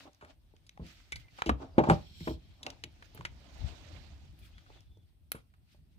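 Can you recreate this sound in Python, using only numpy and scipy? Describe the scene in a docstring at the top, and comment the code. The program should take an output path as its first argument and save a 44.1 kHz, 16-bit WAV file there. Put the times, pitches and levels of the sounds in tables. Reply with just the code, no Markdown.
"""Gloved hands lift and shift plastic bottles and a hollow tank in an open engine bay in a garage.
Gloves and sleeves rub (flickering noise) over a low rumble (lumpy bass noise) and a faint steady hiss.
Soon vessels knock and thin walls snap, as crackle ringing body modes in a small room; from 1.1 s a cap is
tapped and faint tones glide (a snap's ring, later rubber squeaks). The hardest blows fall near 1.8 s, then
cloth swishes over ribs (resonant noise); puffs of air thump around 3.5 s, a bright snap stands out at 5.3 s."""
import sys
import numpy as np
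from scipy import signal
from scipy.io import wavfile

SR = 44100
rng = np.random.default_rng(int(sys.argv[2]) if len(sys.argv) > 2 else 0)


def attenuation_scalar(level_db):
    """Turn a level in dB into a linear amplitude multiplier (20 dB per decade)."""
    decades = np.asarray(level_db, float) / 20
    return 10 ** decades


def unload_wav(signal):
    """Save mono or channel-first audio to the path in sys.argv[1] as 16-bit WAV at rate SR, clipped to [-1, 1]."""
    wavfile.write(
        sys.argv[1],
        SR,
        np.round(np.clip(np.atleast_2d(signal).T, -1, 1) * 32767).astype(np.int16),
    )


N = 263718


def in_time(rows):
    """Columns of a breakpoint curve, sample by sample."""
    s, *columns = np.transpose(rows)
    return [np.interp(np.arange(N) / SR, s, c) for c in columns]


def at_hz(points, hz):
    """A spectrum read on a log-frequency axis."""
    point_hz, values = np.array(points)[:, 0], np.array(points)[:, 1]
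    return np.interp(np.log(hz), np.log(point_hz + 1), values)


def rms_one(x):
    """Scaled to rms 1."""
    return x / np.sqrt(np.mean(x ** 2) + 1e-20)


def peak_one(x):
    """Scaled to peak 1."""
    return x / (np.abs(x).max() + 1e-20)


def drift(rate_hz):
    """Random wandering of rms 1: noise through two equal low-pass poles, drawn at every 40th sample."""
    r = np.exp(-80 * np.pi * rate_hz / SR)
    white = rng.standard_normal(N // 40 + 2002)
    slow = signal.lfilter([1], [1, -2 * r, r * r], white)[2000:]
    return np.interp(np.arange(N) / 40, np.arange(len(slow)), rms_one(slow))


def ring(x, hz, t60):
    """One decaying mode: a two-pole resonator that loses 60 dB in t60 seconds."""
    r, w = attenuation_scalar(-60 / (t60 * SR)), 2 * np.pi * hz / SR
    return signal.lfilter([0, np.sin(w)], [1, -2 * r * np.cos(w), r * r], x)


def band(x, low_hz, high_hz):
    """Butterworth band-pass."""
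    sos = signal.butter(2, [low_hz, min(high_hz, .45 * SR)], "band", fs=SR, output="sos")
    return signal.sosfilt(sos, x)


def swell(peak_s, rise_s, fall_s, edge_db):
    """Level in dB that climbs by edge_db over the rise to 0 at the peak, then sinks by as much over the fall."""
    late = np.arange(N) / SR - peak_s
    return -edge_db * np.where(late < 0, -late / rise_s, late / fall_s)


def textured_noise(spectrum, patchy_db, flicker_rate):
    """About quarter-octave bands of stereo noise, each with its own level, flicker and likeness; rms 1."""
    # How alike left and right are. Each row: frequency in Hz, likeness (0 unrelated, 1 the same).
    likeness = [(40, 0.67), (110, 0.64), (300, 0.64), (1400, 0.0)]
    low_hz, high_hz = max(spectrum[0][0], 20), spectrum[-1][0]
    edges = np.geomspace(low_hz, high_hz, int(4 * np.log2(high_hz / low_hz)) + 2)
    out, together, white = 0, drift(flicker_rate), rng.standard_normal((2, 2, N))
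    for k, (low, high) in enumerate(zip(edges, edges[1:])):
        mid, side = band(white[k % 2], low, high)
        hz = np.sqrt(low * high)
        alike = np.clip(at_hz(likeness, hz), -1, 1)
        flicker = 0.57 * together + .8 * drift(flicker_rate)
        gain = attenuation_scalar(at_hz(spectrum, hz) + patchy_db * flicker)
        out = out + gain * (np.sqrt(1 + alike) * mid + np.sqrt(1 - alike) * side * [[1], [-1]])
    return rms_one(out)


def crinkles():
    """Tiny random ticks of the plastic under the hand, each a few cycles at one of eight pitches."""
    ticks_per_s = 110
    sizes = attenuation_scalar(4 * np.minimum(rng.exponential(1, N), 4)) * rng.choice([-1, 1], (2, N))
    born, dealt = rng.random(N) < ticks_per_s / SR, rng.integers(0, 8, N)
    out = 0
    for k, hz in enumerate(np.geomspace(1500, 9000, 8)):
        out = out + ring(sizes * born * (dealt == k) + 1e-18, hz, 6.0 / hz)
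    return out


def rubbing():
    """Cloth and rubber sliding: three registers of noise; a brighter stroke has less dull and more top."""
    # Strokes of gloves and sleeves. Each row: peak in seconds, rise in seconds, fall in seconds,
    # level in dB, brightness in dB, left over right in dB.
    strokes = [(0.0, .02, 0.08, -53.5, 11, 1.5), (.04, .04, .07, -64, 5, -2),
               (0.079, 0.079, 0.019, -68, -14.5, -6), (0.308, 0.085, 0.034, -62.5, -3, 2),
               (0.871, 0.066, 0.41, -58.5, 12, -3), (1.2, 0.077, 0.065, -60.5, 16, -4.5),
               (1.38, 0.083, 0.2, -57.5, 10.5, -3), (1.622, 0.039, 0.09, -59, -13.5, -2),
               (1.87, 0.1, 0.1, -54, -16, -2), (1.9, 0.029, 0.15, -46.5, 8.5, -2),
               (2.3, 0.15, 0.054, -59, 6, -2), (2.68, 0.098, 0.12, -60, -8.5, 3.5),
               (3.05, 0.059, 0.051, -64.5, 8.5, -12), (3.2, 0.18, 0.15, -63, 12, -4),
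               (3.69, 0.17, 0.057, -62, 9, -6), (3.68, 0.45, 0.22, -60.5, -4, -11.5),
               (3.95, 0.93, 0.41, -66, -5, -21.5), (4.46, 0.11, 0.058, -62, 33, 1),
               (4.77, 0.47, 0.088, -64.5, 3.5, 0.5), (5.389, 0.069, 0.057, -71.5, 3.5, -3.5),
               (5.73, .08, 0.071, -69, 26, 0)]
    # Faint continuous stirring of cloth. Each row: time in seconds, level in dB.
    stirring = [(0.0, -71), (0.27, -80.5), (2.15, -73.5), (2.38, -73.5), (3.08, -72), (3.85, -68.5),
                (5.23, -84), (5.98, -82)]
    # Spectra of the registers. Each row: frequency in Hz, relative density in dB per Hz.
    dull_spectrum = [(250, 3), (320, -4.5), (430, -11), (660, -3.5), (1500, -17.5)]
    hiss_spectrum = [(1200, -15), (2600, -10), (4200, -11.5), (5600, -16.5), (8000, -26.5)]
    top_spectrum = [(8000, -2.5), (11000, -9.5), (15800, -3.5)]
    edge_db = 20.5
    stir_dull_db, stir_top_db = -2.5, -18.5    # against the stirring's hiss
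    air_top_db = -86.5    # steady hiss in the top register
    top_under_db, top_follows = -21, 0.43    # top against the level; share of the brightness it gains
    crinkle_db = -2    # ticks against the hiss

    # powers add up; levels in dB are doubled to give them
    stir = attenuation_scalar(in_time(stirring)[0]) ** 2 * np.ones((2, 1))
    dull, hiss = stir * attenuation_scalar(2 * stir_dull_db), stir
    top = stir * attenuation_scalar(2 * stir_top_db) + attenuation_scalar(2 * air_top_db)
    for s, rise_s, fall_s, level_db, bright_db, pan_db in strokes:
        power = attenuation_scalar(2 * (level_db + swell(s, rise_s, fall_s, edge_db)))
        sided = power * attenuation_scalar([[pan_db], [-pan_db]])
        dull = dull + power * attenuation_scalar(-2 * bright_db)
        hiss = hiss + sided
        top = top + sided * attenuation_scalar(2 * (top_under_db + top_follows * bright_db))
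    dull_noise = textured_noise(dull_spectrum, patchy_db=2.5, flicker_rate=27)
    hiss_noise = textured_noise(hiss_spectrum, patchy_db=2.0, flicker_rate=18) + attenuation_scalar(crinkle_db) * crinkles()
    top_noise = textured_noise(top_spectrum, patchy_db=1.1, flicker_rate=30)
    return np.sqrt(dull) * dull_noise + np.sqrt(hiss) * hiss_noise + np.sqrt(top) * top_noise


def rumble():
    """Lumpy bass noise, and deeper puffs of air, some of which favour the left side."""
    # Bass spectrum. Each row: frequency in Hz, relative density in dB per Hz.
    low_spectrum = [(22, -22), (40, -0.5), (80, 0), (145, -11), (400, -29)]
    # Course of the rumble. Each row: time in seconds, level in dB.
    rumble_level = [(0, -55), (.15, -70.5), (.4, -61.5), (1.3, -61.5), (2.3, -51.5), (2.7, -61), (3.4, -52),
                    (4.3, -53), (4.9, -60), (5.6, -63), (5.98, -56)]
    # Puffs of air on the microphone ports. 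Each row: peak in seconds, fall in seconds (the rise takes
    # half as long), level in dB ahead of the low-pass, left over right in dB.
    puffs = [(1.158, 0.13, -47, 0), (1.766, 0.068, -39.5, 1), (3.314, 0.061, -49, 13.5),
             (3.632, 0.083, -32.5, 15), (3.934, 0.076, -46.5, 5)]
    puff_edge_db, puff_cut_hz = 20.5, 150
    power = 0
    for s, length_s, level_db, pan_db in puffs:
        puff_db = level_db + swell(s, length_s / 2, length_s, puff_edge_db)
        power = power + attenuation_scalar(2 * puff_db) * attenuation_scalar([[pan_db], [-pan_db]])
    noise = textured_noise(low_spectrum, patchy_db=3.5, flicker_rate=13)
    low_pass = signal.butter(2, puff_cut_hz, fs=SR, output="sos")
    deep = signal.sosfilt(low_pass, textured_noise(low_spectrum, patchy_db=1.5, flicker_rate=7.1))
    return attenuation_scalar(in_time(rumble_level)[0]) * noise + np.sqrt(power) * deep


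def add(out, sound, s, lag_s):
    """Places a stereo sound; the right side hears it a little late."""
    for k, late in enumerate((0, lag_s)):
        at = round((s + late) * SR)
        out[k, at:at + sound.shape[1]] += sound[k, :N - at]


def contact(t60_ms, grain_db, apart, first_db, size):
    """One hard touch followed by dying uneven crackle, partly different on each side."""
    ms = 1000 * np.arange(size) / SR
    shared, own = rng.standard_normal(size), rng.standard_normal((2, size))
    grain = attenuation_scalar(grain_db * np.minimum(rng.exponential(1, size), 4))
    touch = (shared + apart * own) * grain * attenuation_scalar(-60 * ms / t60_ms)
    touch[:, 0] = attenuation_scalar(first_db)
    return touch


def body(touch, modes, centre_hz, octaves, scatter_db, panel_db, cycles):
    """The modes near the centre of the blow ring most, beside the struck panel's own short ring."""
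    luck, out = rng.normal(0, scatter_db, 30), 0
    for (hz, level_db, t60), luck_db in zip(modes, luck):
        near_db = -6 * (np.log2(hz / centre_hz) / octaves) ** 2
        out = out + attenuation_scalar(level_db + near_db + luck_db) * peak_one(ring(touch, hz, t60))
    panel = peak_one(ring(touch, centre_hz, cycles / centre_hz))
    return peak_one(out + attenuation_scalar(panel_db) * panel)


def knocks():
    """A soft blow rattles into the vessel modes and thumps the panel beneath."""
    # Hollow knocks. Each row: start in seconds, level of the vessel in dB, centre in Hz,
    # boom against the vessel in dB, t60 of the rattle in ms.
    blows = [(0.055, -47, 595, -12, 46), (.076, -45.5, 600, -29, 47), (.225, -42.5, 620, -11, 140),
             (0.538, -52.5, 430, -16, 22), (0.796, -36.5, 198, 0, 220), (1.463, -27, 290, -1, 270),
             (1.494, -20, 246, -11, 95), (1.602, -40, 865, -15, 52), (1.634, -39, 274, -7, 110),
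             (1.781, -6.5, 227, -37, 23), (1.785, -10.5, 750, -38, 84), (1.802, -17.5, 330, -39, 70),
             (1.837, -21, 860, -37, 50), (1.873, -21.5, 660, -31, 46), (1.886, -24.5, 800, -30.5, 40),
             (1.887, -16, 137, -26.5, 50), (1.899, -10.5, 800, -16, 100), (1.908, -15, 159.3, -21.5, 95),
             (1.919, -19, 750, -30.5, 80), (2.208, -35.5, 173, -3.5, 86), (2.273, -24, 314, -12, 120),
             (2.307, -28, 310, -9.5, 74), (2.666, -33, 810, -19, 66), (2.837, -44, 291, -17, 190),
             (3.148, -47.5, 457, -14, 140), (3.188, -39.5, 162, -42, 140), (4.702, -45.5, 591, -17.5, 20),
             (4.971, -55, 301, -21.5, 33), (5.347, -36, 260, -17, 52), (5.747, -55.5, 627, -16.5, 22.4)]
    # Modes of the vessel body. Each row: frequency in Hz, level in dB, t60 in seconds.
    hollow = [(160, -3, .06), (320, -3, .045), (430, -4, .04), (606, -2, .045), (780, -4, .06),
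              (860, -2, .07), (1090, -7, .03)]
    boom_hz, boom_t60_s = 62, 0.29
    out = np.zeros((2, N))
    for s, level_db, centre_hz, boom_db, t60_ms in blows:
        touch = contact(t60_ms, grain_db=4.0, apart=.12, first_db=27, size=10000)
        rung = body(band(touch, 90, 1900), hollow, centre_hz,
                    octaves=.95, scatter_db=2.0, panel_db=1.5, cycles=6.0)
        boom = attenuation_scalar(boom_db) * peak_one(ring(band(touch, 82, 140), boom_hz, boom_t60_s))
        # the vessels stand nearer the middle, so the lag is shorter than for the snaps
        add(out, attenuation_scalar(level_db) * (rung + boom), s, lag_s=0.00026)
    return out


def snaps():
    """A dent in a thin wall flips: crackle through wall modes, a broad crack and a treble tick."""
    # Snaps. Each row: start in seconds, level of wall and crack in dB, centre in Hz,
    # treble tick against them in dB, t60 of the crackle in ms.
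    flips = [(0.132, -54, 6540, -15, 9.5), (.147, -51.5, 6400, -17, 9.6), (0.211, -45, 1420, -22, 230),
             (0.248, -44.5, 2000, -12.5, 17), (0.565, -54, 3240, -19, 12), (0.666, -53, 5000, -9, 45),
             (0.693, -40, 3700, -16, 14), (.775, -41.5, 830, -27, 15), (.866, -43.5, 4500, -13, 14),
             (.886, -48, 4800, -23, 15), (1.121, -26, 3600, -13.5, 38), (1.158, -33, 4600, -30, 52),
             (1.386, -34, 1200, -24, 87), (1.42, -17, 1390, -45, 12.6), (1.46, -32, 2980, -26, 134),
             (1.493, -15.5, 1186, -35, 32), (1.782, -20, 1060, -52, 84), (1.838, -26.5, 990, -38, 65),
             (1.89, -25, 1000, -19.5, 110), (1.898, -14, 1344, -22.5, 64), (1.914, -25, 935, -20, 45),
             (2.205, -44, 2300, -16, 110), (2.275, -26, 1010, -27, 52), (2.63, -30, 3870, -38, 38),
             (2.665, -24, 2800, -36, 24), (2.702, -31.5, 3500, -46, 24), (2.838, -21, 2850, -26.5, 27),
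             (3.024, -40.5, 1740, -40, 29), (3.148, -52.5, 3270, 14, 36), (3.175, -40, 1650, -22, 33),
             (3.209, -34.5, 1097, -28, 23), (3.251, -22.5, 2140, -25, 38.4), (4.389, -57.5, 2810, 2.5, 58),
             (4.581, -46, 2000, -24, 37), (4.663, -50.5, 1414, -24, 50), (4.805, -52, 5500, -18, 23),
             (4.973, -64.5, 5200, -18, 16), (5.318, -22, 2535, 2.5, 18.6), (5.325, -40.5, 2070, -8, 37),
             (5.349, -40.5, 1420, -8, 140), (5.538, -54, 1380, -19, 52)]
    # Modes of the thin wall. Each row: frequency in Hz, level in dB, t60 in seconds.
    wall = [(1600, -5, .008), (2270, -5, .01), (3070, -5, .007), (3900, -6, .007), (4700, -6, .006),
            (5600, -7, .006)]
    out = np.zeros((2, N))
    for s, level_db, centre_hz, treble_db, t60_ms in flips:
        touch = contact(t60_ms, grain_db=3.5, apart=.5, first_db=14, size=6000)
        rung = body(touch, wall, centre_hz, octaves=0.76, scatter_db=1.5, panel_db=3.0, cycles=15.0)
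        crack = attenuation_scalar(-3.0) * peak_one(band(touch, centre_hz / 2.2, centre_hz * 1.706))
        edge_hz = np.clip(14490.5 + 300 * treble_db, 10000, 16000)    # brighter ticks reach higher
        sides_swapped = touch[::-1]
        tick = attenuation_scalar(treble_db) * peak_one(band(sides_swapped, 0.66 * edge_hz, edge_hz))
        add(out, attenuation_scalar(level_db) * (peak_one(rung + crack) - tick), s, lag_s=.0003)
    return out


def garage(x):
    """Room sound of the hits: twelve feedback delays a side, duller on every round."""
    t60_s, wall_cut_hz = 0.24, 3500
    out, dull = np.zeros((2, N)), np.exp(-2 * np.pi * wall_cut_hz / SR)
    lags = (rng.uniform(.008, .03, 24) * SR).astype(int)
    for k, lag in enumerate(lags):
        loop, gain, state = x.copy(), attenuation_scalar(-60 * lag / SR / t60_s), [0.]
        for i in range(lag, N, lag):
            back, state = signal.lfilter([gain * (1 - dull)], [1, -dull], loop[i - lag:i], zi=state)
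            loop[i:i + lag] += back[:N - i]
        out[k % 2] += (loop - x) * (-1) ** (k // 2)    # sides take turns, signs alternate
    return out


def gliding_tones():
    """Faint gliding, wavering tones: the ring after a snap at 1.12 s, then squeaks of rubber on plastic."""
    # The snap's ring, then the squeaks. Each row: start in seconds, length in seconds, first pitch in Hz,
    # last pitch in Hz, level in dB, fade over the length in dB.
    tones = [(1.123, .19, 2290, 2050, -63, 14), (1.66, .12, 5900, 4500, -79, 0),
             (4.415, .07, 2200, 2400, -73, 3), (4.415, .07, 3250, 3350, -73, 3),
             (4.525, .065, 2300, 3450, -70, 0), (4.575, .055, 3500, 2700, -72, 3),
             (4.6, .05, 3350, 3350, -75, 3), (4.655, .4, 3200, 3480, -74, 11)]
    edge_s = .005    # onset and end
    glide_s, sag_s = .011, 0.054    # time constants of a rising and of a falling pitch
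    out = np.zeros(N)
    waver = 1 + .03 * drift(300) + .01 * drift(25)
    flutter_db = 4 * drift(80) + 3 * drift(15)
    for s, length_s, first_hz, last_hz, level_db, fade_db in tones:
        t = np.clip(np.arange(N) / SR - s, 0, length_s)
        settle_s = glide_s if last_hz > first_hz else sag_s
        pitch_hz = last_hz + (first_hz - last_hz) * np.exp(-t / settle_s)
        edge = np.clip(np.minimum(t, length_s - t) / edge_s, 0, 1)
        tone = np.sin(2 * np.pi * np.cumsum(pitch_hz * waver) / SR)
        out += edge * attenuation_scalar(level_db - fade_db * t / length_s + flutter_db) * tone
    return out


def cap():
    """A stiff bottle cap rings briefly in its own modes when tapped."""
    # Modes of the cap. Each row: frequency in Hz, level in dB, t60 in seconds.
    cap_modes = [(1550, -12, .09), (2062, -2, .054), (2272, 0, .045)]
    # Taps. Each row: start in seconds, level in dB.
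    taps = [(1.123, -33.5), (1.16, -44.5), (1.283, -57)]
    out = np.zeros((2, N))
    for s, level_db in taps:
        touch = contact(30, grain_db=2.0, apart=.3, first_db=12, size=6000)
        rung = sum(attenuation_scalar(db) * peak_one(ring(touch, hz, t60)) for hz, db, t60 in cap_modes)
        add(out, attenuation_scalar(level_db) * rung, s, lag_s=.0003)
    return out


def swish():
    """Cloth over ribbed plastic: noise through broad resonances; the upper ones grow with force."""
    # Course of the long swish. Each row: time in seconds, level in dB.
    swish_level = [(1.9, -95), (1.95, -71.5), (2.2, -61.5), (2.28, -55.5), (2.34, -61.5), (2.38, -78),
                   (2.45, -75.5), (2.6, -73), (2.64, -92)]
    # Its resonances. Each row: frequency in Hz, width in Hz, level in dB when the swish is loudest.
    peaks = [(2630, 530, -7), (3237, 300, 0), (4030, 820, 2), (5400, 300, -2.5), (7600, 1200, -6),
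             (12200, 900, -8), (15000, 1300, -9)]
    brightens = 0.42    # extra dB per dB of level and octave above the lowest resonance
    white, (level_db,) = rng.standard_normal((2, N)), in_time(swish_level)
    under_db = level_db - level_db.max()
    sound = 0
    for hz, width, db in peaks:
        force_db = brightens * under_db * np.log2(hz / peaks[0][0])
        gain = attenuation_scalar(db + force_db + 1.2 * drift(30))
        sound = sound + gain * rms_one(band(white, hz - width / 2, hz + width / 2))
    return attenuation_scalar(level_db + 1.0 * drift(18)) * sound


def scene():
    """Hits with their room, over rubbing, swish, gliding tones and rumble."""
    hits = snaps() + knocks() + cap()
    room = attenuation_scalar(-19) * garage(hits.mean(axis=0))
    return hits + room + rubbing() + swish() + gliding_tones() + rumble()


def band_limit(x):
    """A steep low-pass at the top of the band."""
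    return signal.sosfilt(signal.butter(12, 16830, fs=SR, output="sos"), x)


def record(dry):
    """The microphone's low end and the extreme top are filtered away."""
    top_cut_hz, mic_low_hz = 16350, 38.7
    cut = signal.sosfilt(signal.cheby2(10, 50, top_cut_hz, fs=SR, output="sos"), dry)
    cut = signal.sosfilt(signal.butter(2, mic_low_hz, "high", fs=SR, output="sos"), cut)
    return band_limit(cut)


dry = scene()
out = record(dry)
unload_wav(out)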